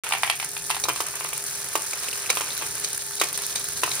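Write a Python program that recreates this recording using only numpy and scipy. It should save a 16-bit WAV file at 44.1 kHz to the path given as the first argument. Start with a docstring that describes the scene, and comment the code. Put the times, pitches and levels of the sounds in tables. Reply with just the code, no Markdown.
"""Plastic balls drop into a bin, land on a tilting tray and clack together in a motorised brick machine.
Each impact excites the damped modes of the struck part, and a small furnished room answers briefly.
Beneath them balls roll over plate seams, a lift chain rustles and snaps, a gear ticks periodically
over a chatter of teeth, and the motor hums. The machine stands on a carpet, close to a phone."""
import sys
import numpy as np
from scipy import signal
from scipy.fft import rfft, irfft
from scipy.io import wavfile
from scipy.ndimage import uniform_filter1d

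SR = 44100
rng = np.random.default_rng(int(sys.argv[2]) if len(sys.argv) > 2 else 0)


def master(y):
    """Save y as 16-bit WAV."""
    cut = np.clip(np.atleast_2d(y).T, -1, 1)
    pcm = np.round(cut * 32767)  # scale
    wavfile.write(sys.argv[1], SR, pcm.astype(np.int16))


N = 176400
CONTACT_S, RISE_S = .001, .00038  # onset delay of snaps and knocks; rise time of a contact


def amp(db):
    """Decibels as an amplitude ratio."""
    return 10 ** (np.asarray(db) / 20)


def unit(x):
    """Normalisation to rms 1."""
    return x / np.sqrt(np.mean(x ** 2))


def unit_energy(x):
    """Normalisation to a mean energy of 1 per row."""
    return unit(x) / np.sqrt(x.shape[-1])


def envelope(rows):
    """Amplitude envelope interpolated from (time [s], level [dB])."""
    return amp(np.interp(np.arange(N) / SR, *np.array(rows).T))


def drift(rate_hz):
    """Random modulation: smoothed stepwise noise at rms 1."""
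    hold = int(SR / rate_hz)
    steps = np.repeat(rng.standard_normal(N // hold + 1), hold)
    return unit(uniform_filter1d(uniform_filter1d(steps, hold), hold)[:N])


def convolve(x, impulse):
    """Linear filtering of each row, keeping its length."""
    return signal.fftconvolve(x, np.atleast_2d(impulse), axes=1)[:, :x.shape[1]]


def response(spectrum, size=4096):
    """Minimum-phase impulse response for (frequency [Hz], gain [dB])."""
    hz, db = np.array(spectrum, float).T
    f = np.arange(size // 2 + 1) * SR / size
    gain = amp(np.interp(np.log(f + 1), np.log(hz), db))
    cepstrum = irfft(np.log(gain))
    cepstrum[1:size // 2] *= 2
    cepstrum[size // 2 + 1:] = 0
    return irfft(np.exp(rfft(cepstrum)))[:size // 2]


def colour(x, spectrum):
    """Spectral shaping, normalised to rms 1."""
    return unit(convolve(x, response(spectrum)))


def add(out, start_s, sound):
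    """Superposition of a sound at a given time."""
    part = out[:, max(int(start_s * SR), 0):][:, :sound.shape[1]]
    part += sound[:, :part.shape[1]]


def buzz(decay_s, size=2048):
    """Exponentially damped noise of loose plastic joints, as mid and side."""
    t = np.arange(size) / SR
    noise = rng.standard_normal((2, size))
    return unit_energy(noise * (1 - np.exp(-t / RISE_S)) * np.exp(-t / decay_s))


def rattle(per_s, skew_db, decay_s):
    """Shot noise: contacts arrive at random, and their decaying energies add."""
    contacts = rng.random(N) < per_s / SR
    sizes = contacts * amp(skew_db * np.minimum(rng.exponential(size=N), 4)) * rng.random(N)
    energy = signal.lfilter([1], [1, -np.exp(-2 / (decay_s * SR))], sizes ** 2 + 1e-12)
    return np.sqrt(energy) * rng.standard_normal((2, N))


GEAR_HZ = 22.52
# Frame vibration (frequency [Hz], relative level [dB])
RUMBLE_SPECTRUM = [(20, -33), (43, -4), (70, -1.5), (100, -4), (150, 3), (205, -11), (280, -6.5), (420, -6),
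                   (800, -14), (2000, -45)]
# Hum partials (order [multiple of GEAR_HZ])
HUM_ORDERS = [6, 18, 31.5, 39, 78]
# Strength of each partial (level [dB])
HUM_LEVELS = [-66, -54, -61.5, -59, -57.5]


def motor():
    """Forced vibration: rotational orders waver with the load, over the frame's slowly growing rumble."""
    speed_hz = GEAR_HZ * (1 + .00217 * drift(9))
    turns = np.cumsum(speed_hz) / SR
    rise_db = (np.arange(N) - N / 2) / SR  # 1 dB per second
    out = colour(rng.standard_normal((2, N)), RUMBLE_SPECTRUM) * amp(-51.5 + 1.6 * drift(11) + rise_db)
    for order, db in zip(HUM_ORDERS, HUM_LEVELS):
        out[0] += amp(db + 2.5 * drift(15)) * unit(np.sin(2 * np.pi * order * turns))
    return out


def link_click(ring_hz=9750, decay_s=.001, size=512):
    """Impulse excitation: a small hard contact cracks and rings, at a slightly different pitch each time."""
    t = np.arange(size) / SR
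    hz = ring_hz * (1 + .03 * rng.standard_normal())
    phase = rng.random((2, 1))
    ring = np.sin(2 * np.pi * (hz * t + phase)) * (1 - np.exp(-t / RISE_S)) * np.exp(-t / decay_s)
    return unit_energy(buzz(decay_s, size) + amp(-5) * unit_energy(ring))


def rebounds(mean_gap_s=.0019, loss_db=3.5):
    """Inelastic rebound: a slack part strikes three times at uneven gaps, on average weaker each time."""
    out, start = np.zeros((2, 2048)), 0
    for k in range(3):
        add(out, start, amp(-k * loss_db + 3 * rng.standard_normal()) * link_click())
        start += mean_gap_s * rng.exponential()
    return out


# Catches in one revolution (position [turns], relative level [dB])
GEAR_CATCHES = [(0.0, -2.5), (.39, -9), (0.959, -4)]
# Filter for gear ticks and chain snaps (frequency [Hz], gain [dB])
TICK_SPECTRUM = [(500, -30), (1500, -2), (4000, -15.5), (7000, 1), (9600, -2), (11000, 2.5), (13500, -0.5),
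                 (16000, -13.5)]
# Tooth chatter (frequency [Hz], relative level [dB])
MESH_SPECTRUM = [(300, -21.5), (1000, -12), (1650, 1.5), (2800, -16.5), (4200, -3), (5900, 2), (7200, 2.5),
                 (8500, 1), (9500, 3.5), (10700, 4), (11600, -10), (13000, -1.5), (15700, -12)]
# Course of the chatter (time [s], level [dB])
MESH_ENVELOPE = [(0, -37.5), (.6, -35.5), (1.2, -34.5), (1.7, -34), (2.1, -32.5), (2.7, -34), (3.3, -34),
                 (4, -33.5)]


def gears(first_tick_s=.0012, jitter_s=.0008):
    """Periodic impacts: the gear catches at the same places in each turn, over random tooth chatter."""
    ticks = np.zeros((2, N))
    for turn in range(int(N / SR * GEAR_HZ) + 1):
        for position, db in GEAR_CATCHES:
            start = first_tick_s + (turn + position) / GEAR_HZ + jitter_s * rng.standard_normal()
            add(ticks, start, amp(db) * rebounds())
    chatter = colour(rattle(per_s=4500, skew_db=2.5, decay_s=.0011), MESH_SPECTRUM)
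    chatter *= envelope(MESH_ENVELOPE) * amp(.95 * drift(25.56))
    return amp(-37.5) * colour(ticks, TICK_SPECTRUM) + chatter


# Links snapping over (time [s], relative level [dB])
LINK_SNAPS = [(0.444,-11.5), (0.515,-17), (0.667,-25), (1.1548,-18), (1.2442,-17), (1.289,-18), (1.333,-11),
              (1.3773,-10), (1.439,-12), (1.4656,-15), (1.500,-15), (1.511,-18), (1.643,-16), (1.933,-14),
              (2.032,-12), (2.577,-10.5), (2.93,-11), (2.947,-12), (2.9771,-9.5), (3.375,-7), (3.4657,-19),
              (3.6861,-8)]
# Chain rustle (frequency [Hz], relative level [dB])
RUSTLE_SPECTRUM = [(800, -12), (2000, -19), (3000, -6.5), (3900, 2.5), (5000, -1.5), (6200, 2.5),
                   (8000, -5), (14000, -11)]
# Course of the rustle (time [s], level [dB])
RUSTLE_ENVELOPE = [(0, -44), (.7, -45), (1.3, -41), (1.7, -43), (2.05, -39.5), (2.3, -43.5), (2.55, -36),
                   (2.8, -40.5), (3.3, -34), (3.7, -38.5), (3.93, -37)]
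# Filter for the sharp click clusters (frequency [Hz], gain [dB])
CLUSTER_SPECTRUM = [(2000, -12), (6000, -7), (9500, 3), (13000, 3), (16000, -5.5)]


def chain(clusters_per_s=22):
    """Contact noise of the lift chain: dense contacts fuse into a rustle; clicks and snaps stand out."""
    snaps, clusters = np.zeros((2, N)), np.zeros((2, N))
    for start, db in LINK_SNAPS:
        add(snaps, start + CONTACT_S, amp(db + 6.5) * link_click())
    snaps = convolve(snaps, unit_energy(response(TICK_SPECTRUM)))
    rustle = colour(rattle(per_s=220, skew_db=-2.5, decay_s=.0087), RUSTLE_SPECTRUM)
    for slot in range(int(N / SR * clusters_per_s)):
        start = (slot + 2 * rng.random()) / clusters_per_s
        add(clusters, start, amp(rng.standard_normal()) * rebounds())
    return rustle * envelope(RUSTLE_ENVELOPE) + amp(-46) * colour(clusters, CLUSTER_SPECTRUM) + snaps


# Balls rolling on studs and plates (frequency [Hz], relative level [dB])
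ROLL_SPECTRUM = [(200, -27), (450, -4.5), (800, -2), (1200, 2.5), (1700, -1.5), (2500, 2), (4000, -8),
                 (9000, -41)]
# Course of the rolling (time [s], relative level [dB])
ROLL_ENVELOPE = [(0.05, -41), (0.1, -43.5), (0.26, -53), (0.47, -54), (0.75, -56), (0.9, -54),
                 (1.09, -46.5), (1.55, -50), (1.78, -48), (1.94, -47), (2.44, -44.5), (2.77, -50),
                 (3.14, -53), (3.35, -48), (3.76, -52.5), (4.0, -47)]


def rolling():
    """Roughness excitation: balls bump at random over the seams of the plates."""
    bumps = rattle(per_s=350, skew_db=0, decay_s=.012)
    return amp(6.5) * colour(bumps, ROLL_SPECTRUM) * envelope(ROLL_ENVELOPE)


# Balls touching (time [s], frequency [Hz], relative level [dB])
BALL_PINGS = [(0.838, 5820, -15.5), (0.838, 4400, -20.5), (1.933, 2360, -22.5), (1.991, 5220, -27),
              (2.035, 2610, -23), (2.084, 2640, -18), (2.129, 2780, -24.5), (2.261, 2600, -27),
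              (2.301, 2250, -15.5), (2.503, 3900, -22.5), (2.522, 3850, -27), (3.913, 4100, -23)]
# Hard contact, in pings and clacks (frequency [Hz], gain [dB])
CONTACT_SPECTRUM = [(200, -26), (450, -1.5), (1500, -11), (2400, -5.5), (3300, -8), (4700, 1), (6200, -6),
                    (7600, 1.5), (10000, -6), (15000, -14.5)]


def pings(decay_s=.0035):
    """Damped resonance: hollow balls click and ring, amplitude-modulated as they chatter together."""
    out, t = np.zeros((2, N)), np.arange(SR // 10) / SR
    body = unit_energy(response(CONTACT_SPECTRUM))
    for start, hz, db in BALL_PINGS:
        chatter = 1 + .9 * drift(1200)[:len(t)]
        ring = chatter * np.sin(2 * np.pi * hz * t) * (1 - np.exp(-t / RISE_S)) * np.exp(-t / decay_s)
        click = convolve(buzz(decay_s=.0048, size=len(t)), body)
        add(out, start, amp(db) * (np.outer([1, .4], ring) + amp(12.5) * click))
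    return out


# Reflections of the furnished room (frequency [Hz], gain [dB])
ROOM_SPECTRUM = [(200, 0), (900, -4), (2500, 0.5), (6000, -6), (14000, -18)]


def room(direct, tail_db, t60_s=.22, delay_s=.0073):
    """Reverberation: a diffuse, exponentially decaying tail follows the direct sound."""
    t = np.arange(SR // 4) / SR
    tail = rng.standard_normal((2, len(t))) * np.exp(-np.log(1000) * t / t60_s) * (t > delay_s)
    tail = convolve(unit_energy(tail), response(ROOM_SPECTRUM))
    return direct + amp(tail_db) * convolve(direct, tail)


def knocks(blows, spectrum, modes, gain_db, push_db, push_hz, buzz_hz, buzz_s, ring_db):
    """Modal response: a low-passed push and a buzz of joints drive the body and modes of a part."""
    out, t = np.zeros((2, N)), np.arange(SR // 4) / SR
    ring = sum(amp(db) * np.cos(2 * np.pi * hz * t) * np.exp(-np.log(1000) * t / t60)
               for hz, db, t60 in modes)
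    body = unit_energy(response(spectrum))
    part = amp(ring_db) * unit_energy(ring)
    part[:len(body)] += body
    impulse = signal.unit_impulse(len(t), int(RISE_S * SR))
    push = amp(push_db) * signal.lfilter(*signal.butter(1, push_hz, fs=SR), impulse)
    highpass = signal.butter(2, buzz_hz, 'high', fs=SR)
    for start, db, presence_db, treble_db in blows:
        force = buzz(buzz_s, size=len(t))
        force[0] = push + signal.lfilter(*highpass, force[0])  # the side keeps its full-band buzz
        knock = convolve(force, part)
        knock *= amp(db + gain_db) / np.linalg.norm(knock, axis=1, keepdims=True)
        brightness = response([(1300, .0053), (2500, presence_db), (6000, treble_db)], size=256)
        add(out, start + CONTACT_S, convolve(knock, brightness))
    return out


# Hard collisions (time [s], relative level [dB], presence [dB], treble [dB])
CLACK_BLOWS = [(0.8371,-13.5,-1,-3), (1.9327,-14,-18,-8), (2.044,-17,-3,-16), (2.2932,-12.5,4,-16),
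               (2.2999,-5.5,-13,-4), (2.838,-26,-2,4), (2.844,-19,3,3.5), (3.1973,-22.5,4,5),
               (3.2025,-22,0,-3), (3.5557,-16,0.5,0.5), (3.9139,-22,10,-1)]
# Modes of the colliding parts (frequency [Hz], relative level [dB], T60 [s])
CLACK_RESONANCES = [(1360, -10, 0.02), (2390, -5.5, 0.022), (3910, 6.5, 0.034), (4400, -7, 0.025),
                    (5590, -8, 0.018), (6350, 9, 0.02)]


def clacks():
    """Hard impact: balls and lift parts collide, exciting high, quickly damped modes."""
    direct = knocks(CLACK_BLOWS, CONTACT_SPECTRUM, CLACK_RESONANCES, gain_db=19,
                    push_db=-15.5, push_hz=5000, buzz_hz=500, buzz_s=.0048, ring_db=1)
    return room(direct, tail_db=-5.5)


# Balls falling into the bin (time [s], relative level [dB], presence [dB], treble [dB])
BIN_BLOWS = [(0.065,-22,4,4), (0.108,-16.5,-6,-1), (0.1215,-8.5,2,1), (0.135,-9.5,-2.5,-3),
             (0.140,-16,-11,-3), (0.149,-14,-3,-3), (0.171,-21,2,-7), (0.232,-4,-1.5,-1.5),
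             (0.243,-21,-4,6), (0.274,-20,9,2), (0.2975,-7.5,2.5,4), (0.398,-19.5,6,4), (0.426,-19.5,3,2),
             (0.565,-22,5.5,8), (0.695,-24,2,12), (0.701,-9.5,-6.5,4.5), (0.708,-14,4,6), (0.745,-19,1,8),
             (0.765,-14.5,-6,1)]
# Body response of the bin (frequency [Hz], gain [dB])
BIN_SPECTRUM = [(150, -38), (480, -19.5), (700, 8.5), (950, 9.5), (1600, 0.5), (2500, 3.5), (4200, -4),
                (6500, -15), (10000, -5), (15000, -22)]
# Modes of the bin (frequency [Hz], relative level [dB], T60 [s])
BIN_RESONANCES = [(695, 3, 0.13), (880, -8, 0.1), (970, -6, 0.081), (1230, -8, .08), (2467, 10, .04),
                  (2700, -11, .035), (3650, 0, .03)]


def bin_drops():
    """Impact excitation: falling balls set the bin ringing at its natural frequencies."""
    direct = knocks(BIN_BLOWS, BIN_SPECTRUM, BIN_RESONANCES, gain_db=14.5,
                    push_db=-.5, push_hz=2000, buzz_hz=1440, buzz_s=.0045, ring_db=-16)
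    return room(direct, tail_db=-3.5)


# Balls landing on the tray (time [s], relative level [dB], presence [dB], treble [dB])
TRAY_BLOWS = [(0.853,-17.5,-5,-5), (0.884,-10.5,-7,2), (0.890,-14,3,1.5), (0.897,-13,4,-15),
              (0.959,-21,5,6.5), (1.003,-11,-2,1.5), (1.138,-24,-9,-16), (1.207,-19.5,4,-19),
              (1.247,-19,6.5,-17), (1.329,-19.5,4.5,-13), (1.753,-5.5,-6.5,-1.5), (2.2995,-16.5,9,1),
              (2.370,-13.5,5.5,0), (2.407,-15,0,3), (2.416,-19.5,1,-1), (2.613,-25.5,5,-4),
              (2.622,-19,5.5,-11), (3.213,-4.5,-2,-1.5), (3.235,-21,4,10), (3.833,-6,0.5,-2),
              (3.876,-15.5,-8,-10)]
# Body response of the tray (frequency [Hz], gain [dB])
TRAY_SPECTRUM = [(120, -29), (240, -27), (320, 0), (750, 1), (1100, 8), (1700, -6), (2700, -2.5),
                 (4500, -10), (7000, -6.5), (9500, -8), (15000, -15)]
# Modes of the tray (frequency [Hz], relative level [dB], T60 [s])
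TRAY_RESONANCES = [(330, -9, 0.1), (436, -9, 0.12), (520, -5, 0.13), (732, 10, 0.048), (1018, 7, 0.063),
                   (1160, 4, 0.076), (1230, -4, 0.059), (1510, 0, 0.12), (2420, 2, .05), (2680, -3, 0.06),
                   (3100, -26, 0.067)]


def tray_drops():
    """Free vibration: the modes of the tilting tray die away after each ball lands."""
    direct = knocks(TRAY_BLOWS, TRAY_SPECTRUM, TRAY_RESONANCES, gain_db=16.5,
                    push_db=-4, push_hz=2440, buzz_hz=1700, buzz_s=.0067, ring_db=-14.5)
    return room(direct, tail_db=-5)


# Stereo width (frequency [Hz], side-to-mid gain [dB])
STEREO_WIDTH = [(40, 2), (130, -12), (400, -15), (900, -9.5), (1600, -5), (2800, 1), (4300, -4.5),
                (6000, 3.5), (8000, -1)]
# Right-channel emphasis (frequency [Hz], gain [dB])
RIGHT_EMPHASIS = [(100, 1.1), (700, 0), (1400, -.5), (2500, 1.5), (4000, 1.5), (5800, 3.5), (7200, 1)]


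def scene():
    """Mid-side stereophony: the summed sources spread to left and right; the treble leans right."""
    mix = motor() + gears() + chain() + rolling() + pings() + bin_drops() + tray_drops() + clacks()
    hz, width_db = np.array(STEREO_WIDTH).T
    mid_db = -10 * np.log10(1 + amp(width_db) ** 2)  # mid and side power gains sum to 1
    mid = convolve(mix[:1], response(np.column_stack([hz, mid_db])))
    side = convolve(mix[1:], response(np.column_stack([hz, mid_db + width_db])))
    return np.vstack([mid + side, convolve(mid - side, response(RIGHT_EMPHASIS))])


def record(dry):
    """Crosstalk and band limiting: one phone port feeds treble to both channels; the top is cut."""
    merge_hz, merge_width_hz, port_lag_s = 7200, 2400, .000213
    notch_hz, notch_width_hz, top_hz = 11750, 1000, 15800
    f, t = np.arange(N // 2 + 1) * SR / N, np.arange(N) / SR
    left, right = rfft(dry)
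    shared_power = .8 * np.clip((f - merge_hz) / merge_width_hz + .5, 0, 1)
    late_right = right * np.exp(-2j * np.pi * f * port_lag_s)
    left = np.sqrt(1 - shared_power) * left + np.sqrt(shared_power) * late_right
    out = irfft(np.array([left, right]), N) * (t > .036)  # opens with a moment of silence
    out = signal.lfilter(*signal.iirnotch(notch_hz, notch_hz / notch_width_hz, fs=SR), out)
    return signal.sosfilt(signal.ellip(10, .2, 80, top_hz, fs=SR, output="sos"), out)


dry = scene()
out = record(dry)
master(out)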